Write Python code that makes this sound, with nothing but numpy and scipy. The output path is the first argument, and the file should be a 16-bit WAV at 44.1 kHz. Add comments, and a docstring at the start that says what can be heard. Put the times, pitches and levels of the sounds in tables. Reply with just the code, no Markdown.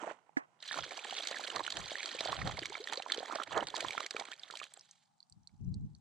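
"""Water from one pump stroke leaves a steel pipe, spatters on wet ground, then thins to single drips.
Drops slap; trapped air rings as plops and rising plinks. Gusts buffet the two microphone ports of a
hand-held camera. Before the water, a step scuffs gravel on the right and the camera body knocks.
Open scrubland: faint steady air, no room, only scatter from ground and frame."""
import sys
import numpy as np
from scipy import signal
from scipy.fft import rfft, irfft
from scipy.io import wavfile
from scipy.ndimage import uniform_filter1d, map_coordinates

SR = 44100
rng = np.random.default_rng(int(sys.argv[2]) if len(sys.argv) > 2 else 0)


def log_audio(samples):
    """Write samples as a 16-bit WAV file to the path given in sys.argv[1]."""
    # one column per channel
    frames = np.atleast_2d(samples).T
    # limit to full scale, then quantise
    limited = np.clip(frames, -1, 1)
    pcm = np.round(limited * 32767).astype(np.int16)
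    wavfile.write(sys.argv[1], SR, pcm)


N = 264864
GRAIN_SAMPLES, STRIDE_SAMPLES = 1536, 16  # one grain; one step of a level curve
PLINK_CLIMB = .45

# Spectra of spray, a drip's first contact and air pockets. Each row: frequency in Hz, density in dB.
SPRAY_SPECTRUM = [(710, -39), (1200, -12), (2140, -5.5), (2550, -6), (3120, -0.5), (4270, -1), (5330, -13),
                  (6230, -12), (7940, -15), (9190, -28), (13100, -41), (14700, -49)]
TICK_SPECTRUM = [(3000, -35), (4000, 15.5), (8500, 12), (10000, -34)]
GURGLE_SPECTRUM = [(120, -43.5), (200, -12.5), (324, -4), (673, 3), (1820, 0.5), (2600, -12), (3600, -70)]


def water():
    """The stream, its largest drops and bubbles, then the last drips."""
    # The camera turns. Each row: time in seconds, gain in dB of the treble above 6 kHz.
    facing = [(.6, 2.5), (1.8, 4), (2.4, 2.5), (3.0, 3.5), (4.7, 6)]
    out = stream() + slaps() + plops() + plinks()
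    out += (gain_of(timeline(facing)) - 1) * high_pass(out, 6000)
    out += drips() + patter()
    notch_hz, width_hz = 2750, 350  # the ground echo cancels part of one band
    out -= .4 * signal.lfilter(*signal.iirpeak(notch_hz, notch_hz / width_hz, SR), out)
    return high_pass(out, 140)  # small pockets radiate no bass


def flow():
    """Spray and gurgle levels in dB: the stroke, slugs landing at once, tears in the jet."""
    # Each row: time in seconds, spray in dB, gurgle in dB.
    stroke = [(0.58, -111, -75), (0.61, -67, -75), (0.66, -46, -64), (0.77, -43.5, -55), (0.88, -50, -55),
              (1.15, -45.5, -54), (1.65, -48, -53), (2.1, -45, -53), (2.4, -45, -47), (2.56, -52, -55),
              (2.82, -51.5, -58), (3.2, -50.5, -52), (3.42, -52, -47), (3.72, -56, -56), (3.8, -47, -52),
              (4.05, -53, -54), (4.25, -56, -56), (4.38, -62, -68), (4.53, -57, -61), (4.63, -56, -61),
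              (4.69, -65, -75), (5.02, -73, -92), (5.12, -94, -95)]
    # Each row: time in seconds, gurgle in dB, spray in dB.
    slugs = [(.787, -45, -48), (1.4, -50, -47), (1.565, -39, -47), (1.775, -43, -52), (2.3, -42, -49),
             (2.478, -42, -52), (2.931, -45.5, -47), (3.577, -30, -50), (3.782, -42, -48), (3.85, -44, -50),
             (4.202, -46.5, -52), (4.769, -61.5, -65)]
    # Each row: time in seconds, dip in dB.
    tears = [(3.04, -5), (3.462, -16), (4.095, -10)]
    t = np.arange(0, N, STRIDE_SAMPLES) / SR
    times_s, spray_db, gurgle_db = np.transpose(stroke)
    sprays = [np.interp(t, times_s, spray_db, left=-120)]
    gurgles = [np.interp(t, times_s, gurgle_db, left=-120)]
    for peak_s, slug_gurgle_db, slug_spray_db in slugs:
        swell_db = tent(peak_s, 0, rise_db_per_s=340, fall_db_per_s=330)
        sprays.append(swell_db + slug_spray_db)
        gurgles.append(swell_db + slug_gurgle_db)
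    dips_db = sum(db * np.maximum(1 - abs(t - at_s) / .045, 0) for at_s, db in tears)
    return power_sum(db + dips_db for db in sprays), power_sum(db + dips_db for db in gurgles)


def stream():
    """The jet breaks into bunches that spray and gurgle share."""
    spray_db, gurgle_db = flow()
    clumps, flutter = drift(250), drift(350)
    return spray(spray_db, clumps, flutter) + gurgle(gurgle_db, clumps, flutter)


def spray(level_db, clumps, flutter):
    """Small drops, and a mist of droplets too fine to tell apart."""
    mist = coloured(rng.standard_normal(N), SPRAY_SPECTRUM)
    drops = shower(1394, 13000, per_s=2400, spread_db=4.8, cycles=23, clumps_db=4.4 * clumps, pitches=24)
    drops = coloured(drops, SPRAY_SPECTRUM)
    thin = np.clip((-61.5 - level_db) / 12, 0, .9)  # a failing stream leaves mostly mist
    return gain_of(level_db) * ((1 - thin) * drops + gain_of(-11 + 3.8 * flutter + 8.4 * thin) * mist)


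def gurgle(level_db, clumps, flutter):
    """Air pockets ring in the puddle; a surge merges them into a duller churn."""
    clumps_db = 2.5 * clumps + 4.1 * flutter
    pockets = shower(225.7, 2530, per_s=700, spread_db=4.5, cycles=7.7, clumps_db=clumps_db, pitches=16)
    rising = shower(450, 2900, per_s=130, spread_db=3, cycles=18, clumps_db=0, pitches=12,
                    climb=PLINK_CLIMB)
    pockets = coloured(pockets, GURGLE_SPECTRUM) + gain_of(-6) * unit_rms(rising)
    weak = np.clip((-59 - level_db) / 5, 0, 1)  # a weak stream traps only small pockets
    pockets = (1 - weak) * pockets + weak * high_pass(pockets, 550)
    churn = coloured(rng.standard_normal(N), GURGLE_SPECTRUM)
    churn = unit_rms(signal.lfilter(*signal.butter(1, 700, fs=SR), churn))
    surge = np.clip((level_db + 48) / 14, .08, 1)
    return gain_of(level_db) * (np.sqrt(1 - surge) * pockets + np.sqrt(surge) * churn)


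def slap(hz, noise, q, t60_s, spray_db):
    """A contact crack and a puff of noise, strongest in a band set by drop size; peak 1."""
    band = signal.iirpeak(hz, q, SR)
    ring = signal.lfilter(*band, signal.lfilter(*band, noise))
    puff = unit_rms(ring) + gain_of(spray_db) * coloured(noise, SPRAY_SPECTRUM)
    crack = gain_of(-1.5) * ping(hz, t60_s=9 / hz, rise_s=.6 / hz, climb=0)
    return unit_peak(crack + burst(puff, t60_s, rise_s=.0012))


def slaps():
    """Large drops hit the wet ground."""
    # Each row: start in seconds, level in dB, centre in Hz, wide spray in dB relative to the band.
    drops = [(0.603, -49, 3970, -23), (0.6262, -34, 3780, -2), (0.6776, -36, 3800, 18),
             (0.8243, -34, 3330, -5), (0.9087, -34.5, 2180, -2), (0.9907, -33.5, 2480, -9),
             (1.1076, -30, 2980, 0), (1.1412, -34, 3700, 5), (1.1505, -33, 3300, 0),
             (1.1645, -32, 3600, 12), (1.1685, -31, 3250, 0), (1.1815, -29, 3250, -8),
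             (1.1865, -29, 3000, 0), (1.2066, -31, 3250, -9), (1.2235, -33, 3300, -3),
             (1.2717, -24, 4020, 17), (1.3117, -33, 4180, 0), (1.5013, -27, 2980, -5),
             (1.5604, -23, 4000, 11.5), (1.639, -33, 4000, -3), (1.6649, -26.5, 3130, -1),
             (1.703, -27, 3800, 12), (1.7223, -25.5, 4090, -2), (1.7691, -25.5, 3140, 11),
             (1.858, -33, 4290, 0), (1.9546, -28.5, 1950, -5), (2.03, -28, 2130, -4),
             (2.058, -26, 4380, -1), (2.0903, -29.5, 2920, -4), (2.1876, -30.5, 2360, -8),
             (2.2068, -23.5, 4240, 9), (2.2509, -29, 4290, 2.5), (2.3205, -28, 3100, 0),
             (2.4172, -31, 2020, -16), (2.4742, -28.5, 4200, 22), (2.5115, -33, 1740, -5),
             (2.5704, -32.5, 2000, -4), (2.5915, -26.5, 4330, 1), (2.632, -33, 2080, -14),
             (2.656, -25.5, 2000, 2.5), (2.7516, -31, 2200, -24), (2.8404, -33.5, 4400, -3),
             (2.873, -27.5, 1850, 0), (2.886, -33, 3300, 0), (2.9245, -28, 1730, -3), (2.933, -27, 2100, 5),
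             (2.9734, -27, 4120, -7.5), (3.0223, -30.5, 2970, -1), (3.0997, -28.5, 1920, -12.5),
             (3.12, -18, 3660, -2), (3.144, -27.5, 3040, -0.5), (3.1885, -34, 3370, -5.5),
             (3.355, -28, 4800, 1), (3.4336, -30.5, 3400, 47), (3.4723, -42, 2020, -18.5),
             (3.5242, -32, 3000, 0), (3.6069, -29, 3050, -12), (3.6701, -30, 4420, 8.5),
             (3.7015, -36, 3400, 3), (3.7512, -32, 4390, -5), (3.7649, -25, 4760, 26),
             (3.805, -24, 2360, 2.5), (3.8836, -26.5, 3370, 2), (3.9068, -27, 2300, 0),
             (3.9312, -30, 2240, 8), (3.9783, -28.5, 2160, -6), (4.0035, -29.5, 3140, 16),
             (4.0293, -33, 1930, -5), (4.0445, -36, 3200, 0), (4.0622, -30, 2070, -3),
             (4.1082, -25, 4650, 4), (4.1649, -25.5, 2390, -1.5), (4.1973, -27, 3800, 5),
             (4.2525, -38, 2560, 0), (4.3166, -33.5, 3290, 10), (4.324, -37, 1900, -3),
             (4.332, -35, 2400, -3), (4.395, -41.5, 4770, -12), (4.4337, -33.5, 3430, -11),
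             (4.5082, -35.5, 3910, 3), (4.5543, -33, 3100, 5), (4.571, -35, 2500, 5),
             (4.5998, -31.5, 2625, -10.5), (4.6392, -34, 2560, 6), (4.7377, -43, 7600, 1)]
    out = np.zeros(N)
    for start_s, db, hz, spray_db in drops:
        noise = rng.standard_normal(GRAIN_SAMPLES)
        add(out, start_s, gain_of(db) * slap(hz, noise, q=5.5, t60_s=.0135, spray_db=spray_db))
    return out


def plops():
    """Water smacks shut over an air pocket, which rings; large pockets ring longer."""
    # Each row: start in seconds, level in dB, pitch in Hz.
    pockets = [(0.711, -30.5, 1690), (0.727, -33, 1800), (0.742, -34, 1350), (0.773, -33.5, 1110),
               (0.789, -30, 1300), (1.051, -36, 800), (1.125, -32.5, 730), (1.311, -34.5, 566),
               (1.344, -33, 1950), (1.395, -38, 781), (1.567, -29, 1100), (1.595, -27.5, 890),
               (1.605, -29, 1000), (1.678, -29.5, 1430), (1.917, -36.5, 604), (2.148, -35.5, 505),
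               (2.208, -33, 630), (2.257, -30, 670), (2.291, -33, 603), (2.328, -25.5, 1074),
               (2.415, -34, 1250), (2.586, -35, 625), (2.619, -39.5, 338), (2.722, -36.5, 890),
               (2.753, -35.5, 1310), (2.925, -30, 844), (2.999, -33.5, 724), (3.062, -34, 960),
               (3.18, -32, 450), (3.204, -37.5, 530), (3.229, -31.5, 724), (3.298, -35, 900),
               (3.356, -31, 600), (3.399, -31, 1280), (3.619, -37, 286), (3.741, -29.5, 930),
               (3.848, -28.5, 980), (3.95, -37.5, 880), (3.978, -26, 1310), (4.005, -31.5, 1160),
               (4.146, -35.5, 433), (4.165, -33, 1280), (4.194, -38, 725), (4.211, -34, 750),
               (4.22, -38, 900), (4.316, -37, 1460), (4.501, -38.5, 1330), (4.538, -39, 900),
               (4.615, -35, 1175), (4.773, -50, 700), (5.493, -68, 2200)]
    out = np.zeros(N)
    for start_s, db, hz in pockets:
        noise = coloured(rng.standard_normal(GRAIN_SAMPLES), GURGLE_SPECTRUM)
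        smack = gain_of(-5.5) * burst(noise, t60_s=.013, rise_s=.0008)
        ring = ping(hz, t60_s=.015 + 2.3 / hz, rise_s=.68 / hz, climb=.066)
        add(out, start_s, gain_of(db) * (ring + smack))
    return out


def plinks():
    """Bubbles ring on, climbing in pitch as they near the surface."""
    # Each row: start in seconds, level in dB, starting pitch in Hz, t60 in seconds.
    bubbles = [(1.355, -40, 1550, .035), (1.366, -37, 1500, .025), (2.698, -45, 350, .05),
               (2.799, -41, 370, .065), (2.974, -36, 440, .032), (3.161, -43, 400, .045),
               (3.309, -35, 1150, .028), (3.415, -33, 1120, .022)]
    out = np.zeros(N)
    for start_s, db, hz, t60_s in bubbles:
        add(out, start_s, gain_of(db) * ping(hz, t60_s, rise_s=t60_s / 12, climb=PLINK_CLIMB))
    return out


def drips():
    """Drips from the pipe lip tick and ring; what they throw up spatters down again."""
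    # Each row: start in seconds, level in dB, pitch in Hz, tick in dB relative to the ring.
    drops = [(4.7739, -48, 7440, -30), (4.7938, -50, 4730, 3), (4.8095, -49, 5150, -2),
             (4.911, -51, 6380, 4), (5.2038, -46, 4330, -20), (5.228, -48, 4440, -22),
             (5.298, -54, 7920, -7), (5.3238, -50.5, 4570, -7), (5.4729, -43, 4300, -4.5),
             (5.7417, -45.5, 4360, -7), (5.9497, -52, 4370, -7.5)]
    out = np.zeros(N)
    for start_s, db, hz, tick_db in drops:
        noise = rng.standard_normal(GRAIN_SAMPLES)
        tick = gain_of(tick_db) * burst(coloured(noise, TICK_SPECTRUM), t60_s=.015, rise_s=.00075)
        ring = ping(hz, t60_s=.0061, rise_s=.00078, climb=.04)
        spatter = gain_of(-24) * slap(hz, noise[::-1], q=3, t60_s=.11, spray_db=-20)
        add(out, start_s, gain_of(db) * (ring + tick + spatter))
    return out


def patter():
    """Faint droplets between the last drips."""
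    # Each row: time in seconds, level in dB.
    levels = [(4.6, -100), (4.75, -79), (5.1, -90), (6, -90)]
    droplets = shower(3000, 8500, per_s=90, spread_db=4, cycles=25, clumps_db=3 * drift(900), pitches=6)
    return gain_of(timeline(levels, before=-120)) * coloured(droplets, TICK_SPECTRUM)


def wind():
    """Low turbulence, unrelated at the two ports; each gust swells and dies."""
    # Each row: peak time in seconds, level in dB, left minus right in dB, seconds to rise 20 dB,
    # seconds to fall 20 dB.
    gusts = [(.8, -58, -9, .04, .09), (1.56, -61, -2, .05, .13), (1.8, -56, 12, .08, .09),
             (2.33, -60, 9, .15, .2), (2.45, -41.5, 3, .12, .16), (3.56, -56, 2, .08, .15),
             (3.64, -60, -4, .15, .05), (3.87, -60, 11, .05, .055), (5.32, -64, 8, .012, .03),
             (5.372, -62, 10, .03, .08), (5.54, -62, -11, .04, .04), (5.61, -46, 6, .015, .2),
             (5.675, -41, 8, .06, .2), (5.77, -45, -8, .15, .05), (5.845, -43, 0, .12, .08),
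             (5.92, -59, 8, .05, .15)]
    # Each row: frequency in Hz, density in dB.
    spectrum = [(12, -70), (20, -13), (76, -4), (130, -0.5), (184, -5), (295, -22), (700, -55),
                (1100, -100)]
    rumble = np.sqrt(2) * coloured(rng.standard_normal((2, N)), spectrum)
    levels_db = [tent(peak_s, db, 20 / rise_s, 20 / fall_s) + np.array([[pan_db / 2], [-pan_db / 2]])
                 for peak_s, db, pan_db, rise_s, fall_s in gusts]
    return gain_of(power_sum(levels_db)) * rumble


def step():
    """Gravel grinds under a shoe, pebbles click, loose stones settle."""
    # Each row: start in seconds, length in seconds, level in dB.
    scuffs = [(-.004, .124, -48), (.372, .006, -52)]
    # Each row: start in seconds, level in dB, pitch in Hz.
    pebbles = [(.028, -41, 330), (.0345, -33, 900), (.042, -36, 620), (.071, -35, 520), (.0765, -31.5, 680),
               (.103, -37, 1500), (.111, -37, 596), (.293, -51, 840)]
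    # Each row: frequency in Hz, density in dB.
    spectrum = [(88, -54), (150, -25), (675, -10), (841, -6.5), (3030, -17.5), (4710, -29.5), (8170, -21.5),
                (12000, -94)]
    # Each row: frequency in Hz, left minus right in dB.
    balance = [(500, -4.5), (700, -2.5), (1000, -28.5), (3000, -22.5), (4500, -16), (9000, -8)]
    t = np.arange(0, N, STRIDE_SAMPLES) / SR
    levels_db = [tent(.64, -76, rise_db_per_s=0, fall_db_per_s=400)]  # settling
    for start_s, length_s, db in scuffs:
        lifted_s = t - start_s - length_s
        release_db = np.where(lifted_s > 0, -3 - 310 * lifted_s, 0)
        levels_db.append(tent(start_s, db, rise_db_per_s=2500, fall_db_per_s=5) + release_db)
    grind = shower(200, 12000, per_s=8000, spread_db=2, cycles=8, clumps_db=2 * drift(300), pitches=12)
    out = gain_of(power_sum(levels_db)) * coloured(grind, spectrum)
    for start_s, db, hz in pebbles:
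        noise = coloured(rng.standard_normal(GRAIN_SAMPLES), GURGLE_SPECTRUM)
        click = gain_of(-6) * burst(noise, t60_s=.008, rise_s=.0004)
        ring = ping(hz, t60_s=13 / hz, rise_s=.001, climb=.017)
        add(out, start_s, gain_of(db) * (ring + click))
    return ports(high_pass(out, 150), balance, wander_s=40e-6)


def knock():
    """A tap rings the camera body, rattles loose parts and shakes the ports in opposite directions."""
    # Each row: frequency in Hz, relative level in dB, t60 in seconds.
    modes = [(280, -4.5, 0.036), (760, -16.5, 0.036), (1720, -3, 0.016), (2020, -3, 0.012)]
    t, out = np.arange(4000) / SR, np.zeros(N)
    ring = sum(gain_of(db - 60 * t / t60_s) * np.sin(2 * np.pi * hz * t) for hz, db, t60_s in modes)
    rattle = gain_of(-29 - 60 * t / .18) * coloured(rng.standard_normal(len(t)), GURGLE_SPECTRUM)
    click = gain_of(-36 - 60 * t / .06) * coloured(rng.standard_normal(len(t)), TICK_SPECTRUM)
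    attack = 1 - np.exp(-t / .0029)
    add(out, start_s=.369, sound=unit_peak((ring + rattle + click) * attack))
    return out * np.array([[-gain_of(-20.5)], [gain_of(-16)]])


def air():
    """Faint steady noise of the open land, partly common to both ports."""
    # Each row: frequency in Hz, density in dB.
    spectrum = [(18, -97), (30, -42), (150, 3), (233, -6), (302, -17), (506, -29), (829, 1), (944, -8.5),
                (1950, -26), (3830, -23), (7910, -22.5), (10300, -30.5), (14700, -60)]
    common, left, right = rng.standard_normal((3, N))
    return gain_of(-78.5) * coloured(np.array([left, right]) + .21 * common, spectrum)


def scatter(x, t60_s):
    """Sparse echoes off ground, concrete and steel frame, separate for each port."""
    taps = np.zeros((2, 4400))
    delays = np.arange(60, 4380, 20) + rng.integers(0, 20, (2, 216))
    np.put_along_axis(taps, delays, rng.choice([-1., 1.], delays.shape), 1)
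    taps *= gain_of(-60 * np.arange(4400) / SR / t60_s)
    return signal.oaconvolve(x[None], taps / np.linalg.norm(taps[0]), axes=1)[:, :N]


def ports(x, balance, wander_s):
    """The camera body shades each port differently; grains land apart, so the left delay wanders."""
    # Each row: frequency in Hz, lead of the left port in radians.
    phase = [(260, -.1), (700, -.6), (1000, -.2), (1700, .4), (3000, 0), (4800, -.2), (5600, -1.6),
             (7200, -1.3)]
    hz = np.fft.rfftfreq(N, 1 / SR)
    half = gain_of(log_interp(balance, hz) / 2) * np.exp(.5j * log_interp(phase, hz))
    pair = np.array([half, 1 / half])
    left, right = irfft(rfft(x) * pair / abs(pair.mean(0)), N)
    positions = np.arange(N) + wander_s * SR * drift(400)
    return np.array([map_coordinates(left, [positions], order=3), right])


def shower(low_hz, high_hz, per_s, spread_db, cycles, clumps_db, pitches, climb=.16):
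    """Random pings, many faint and a few loud, bunched in level by the curve clumps_db."""
    sizes = gain_of(spread_db * np.minimum(rng.exponential(1, N), 3))
    hits = sizes * (rng.random(N) < per_s / SR)
    hits *= gain_of(clumps_db) * rng.choice([-1., 1.], N)
    pitch_index = rng.integers(0, pitches, N)
    out = np.zeros(N)
    for k, hz in enumerate(np.geomspace(low_hz, high_hz, pitches)):
        ring = np.sqrt(hz) * ping(hz, t60_s=cycles / hz, rise_s=.96 / hz, climb=climb)
        out += signal.oaconvolve(hits * (pitch_index == k), ring)[:N]
    return out


def ping(hz, t60_s, rise_s, climb):
    """A sine burst whose pitch gains 2 * climb * hz per t60_s."""
    t = np.arange(GRAIN_SAMPLES) / SR
    return burst(np.sin(2 * np.pi * hz * (t + climb * t ** 2 / t60_s)), t60_s, rise_s)


def burst(carrier, t60_s, rise_s):
    """Quick swell, exponential decay; peak 1."""
    t = np.arange(GRAIN_SAMPLES) / SR
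    return unit_peak(carrier * gain_of(-60 * t / t60_s) * (1 - np.exp(-(t / rise_s) ** 2)))


def drift(samples):
    """Smoothed noise; rms 1."""
    return unit_rms(uniform_filter1d(uniform_filter1d(rng.standard_normal(N), samples), samples))


def tent(peak_s, db, rise_db_per_s, fall_db_per_s):
    """A level in dB that climbs and falls, one value per stride."""
    t = np.arange(0, N, STRIDE_SAMPLES) / SR - peak_s
    return db + np.where(t < 0, rise_db_per_s * t, -fall_db_per_s * t)


def power_sum(levels_db):
    """Adds strided levels as powers; dB per sample."""
    total_db = 10 * np.log10(sum(gain_of(db) ** 2 for db in levels_db) + 1e-20)
    return np.repeat(total_db, STRIDE_SAMPLES, axis=-1)[..., :N]


def timeline(points, before=None):
    """Interpolates (seconds, value) rows at every sample."""
    return np.interp(np.arange(N) / SR, *np.transpose(points), left=before)


def log_interp(points, hz):
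    """Interpolates (Hz, value) rows on a log-frequency axis."""
    points_hz, values = np.transpose(points)
    return np.interp(np.log(hz + 1), np.log(points_hz + 1), values)


def coloured(x, spectrum):
    """Filters x by (Hz, dB) rows; rms 1."""
    hz = np.fft.rfftfreq(x.shape[-1], 1 / SR)
    return unit_rms(irfft(rfft(x) * gain_of(log_interp(spectrum, hz)), x.shape[-1]))


def high_pass(x, hz):
    return signal.sosfilt(signal.butter(2, hz, "high", fs=SR, output="sos"), x)


def gain_of(db):
    return 10 ** (np.asarray(db) / 20)


def unit_rms(x):
    return x / np.sqrt(np.mean(x ** 2) + 1e-20)


def unit_peak(x):
    return x / abs(x).max()


def add(mix, start_s, sound):
    part = mix[round(start_s * SR):][:len(sound)]
    part += sound[:len(part)]


def scene():
    """Water and step to the right of the camera, wind and hand on its body."""
    # Sound from the pipe. Each row: frequency in Hz, left minus right in dB.
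    balance = [(300, 0.5), (520, -2.5), (700, -6.5), (1200, -18), (1500, -14), (2100, -5), (3000, -7),
               (4500, -6.5), (5600, -0.5), (7200, -2), (12000, -9)]
    splash = water()
    echoes = gain_of([[-17], [-15]]) * scatter(splash, t60_s=.041)
    return ports(splash, balance, wander_s=20e-6) + echoes + wind() + step() + knock() + air()


def record(dry):
    """Microphone bass roll-off at 40 Hz, band limit at 14.9 kHz."""
    band_limit = signal.firwin(511, 14900, window=("kaiser", 9), fs=SR)
    return signal.oaconvolve(high_pass(dry, 40), band_limit[None], "same")


dry = scene()
out = record(dry)
log_audio(out)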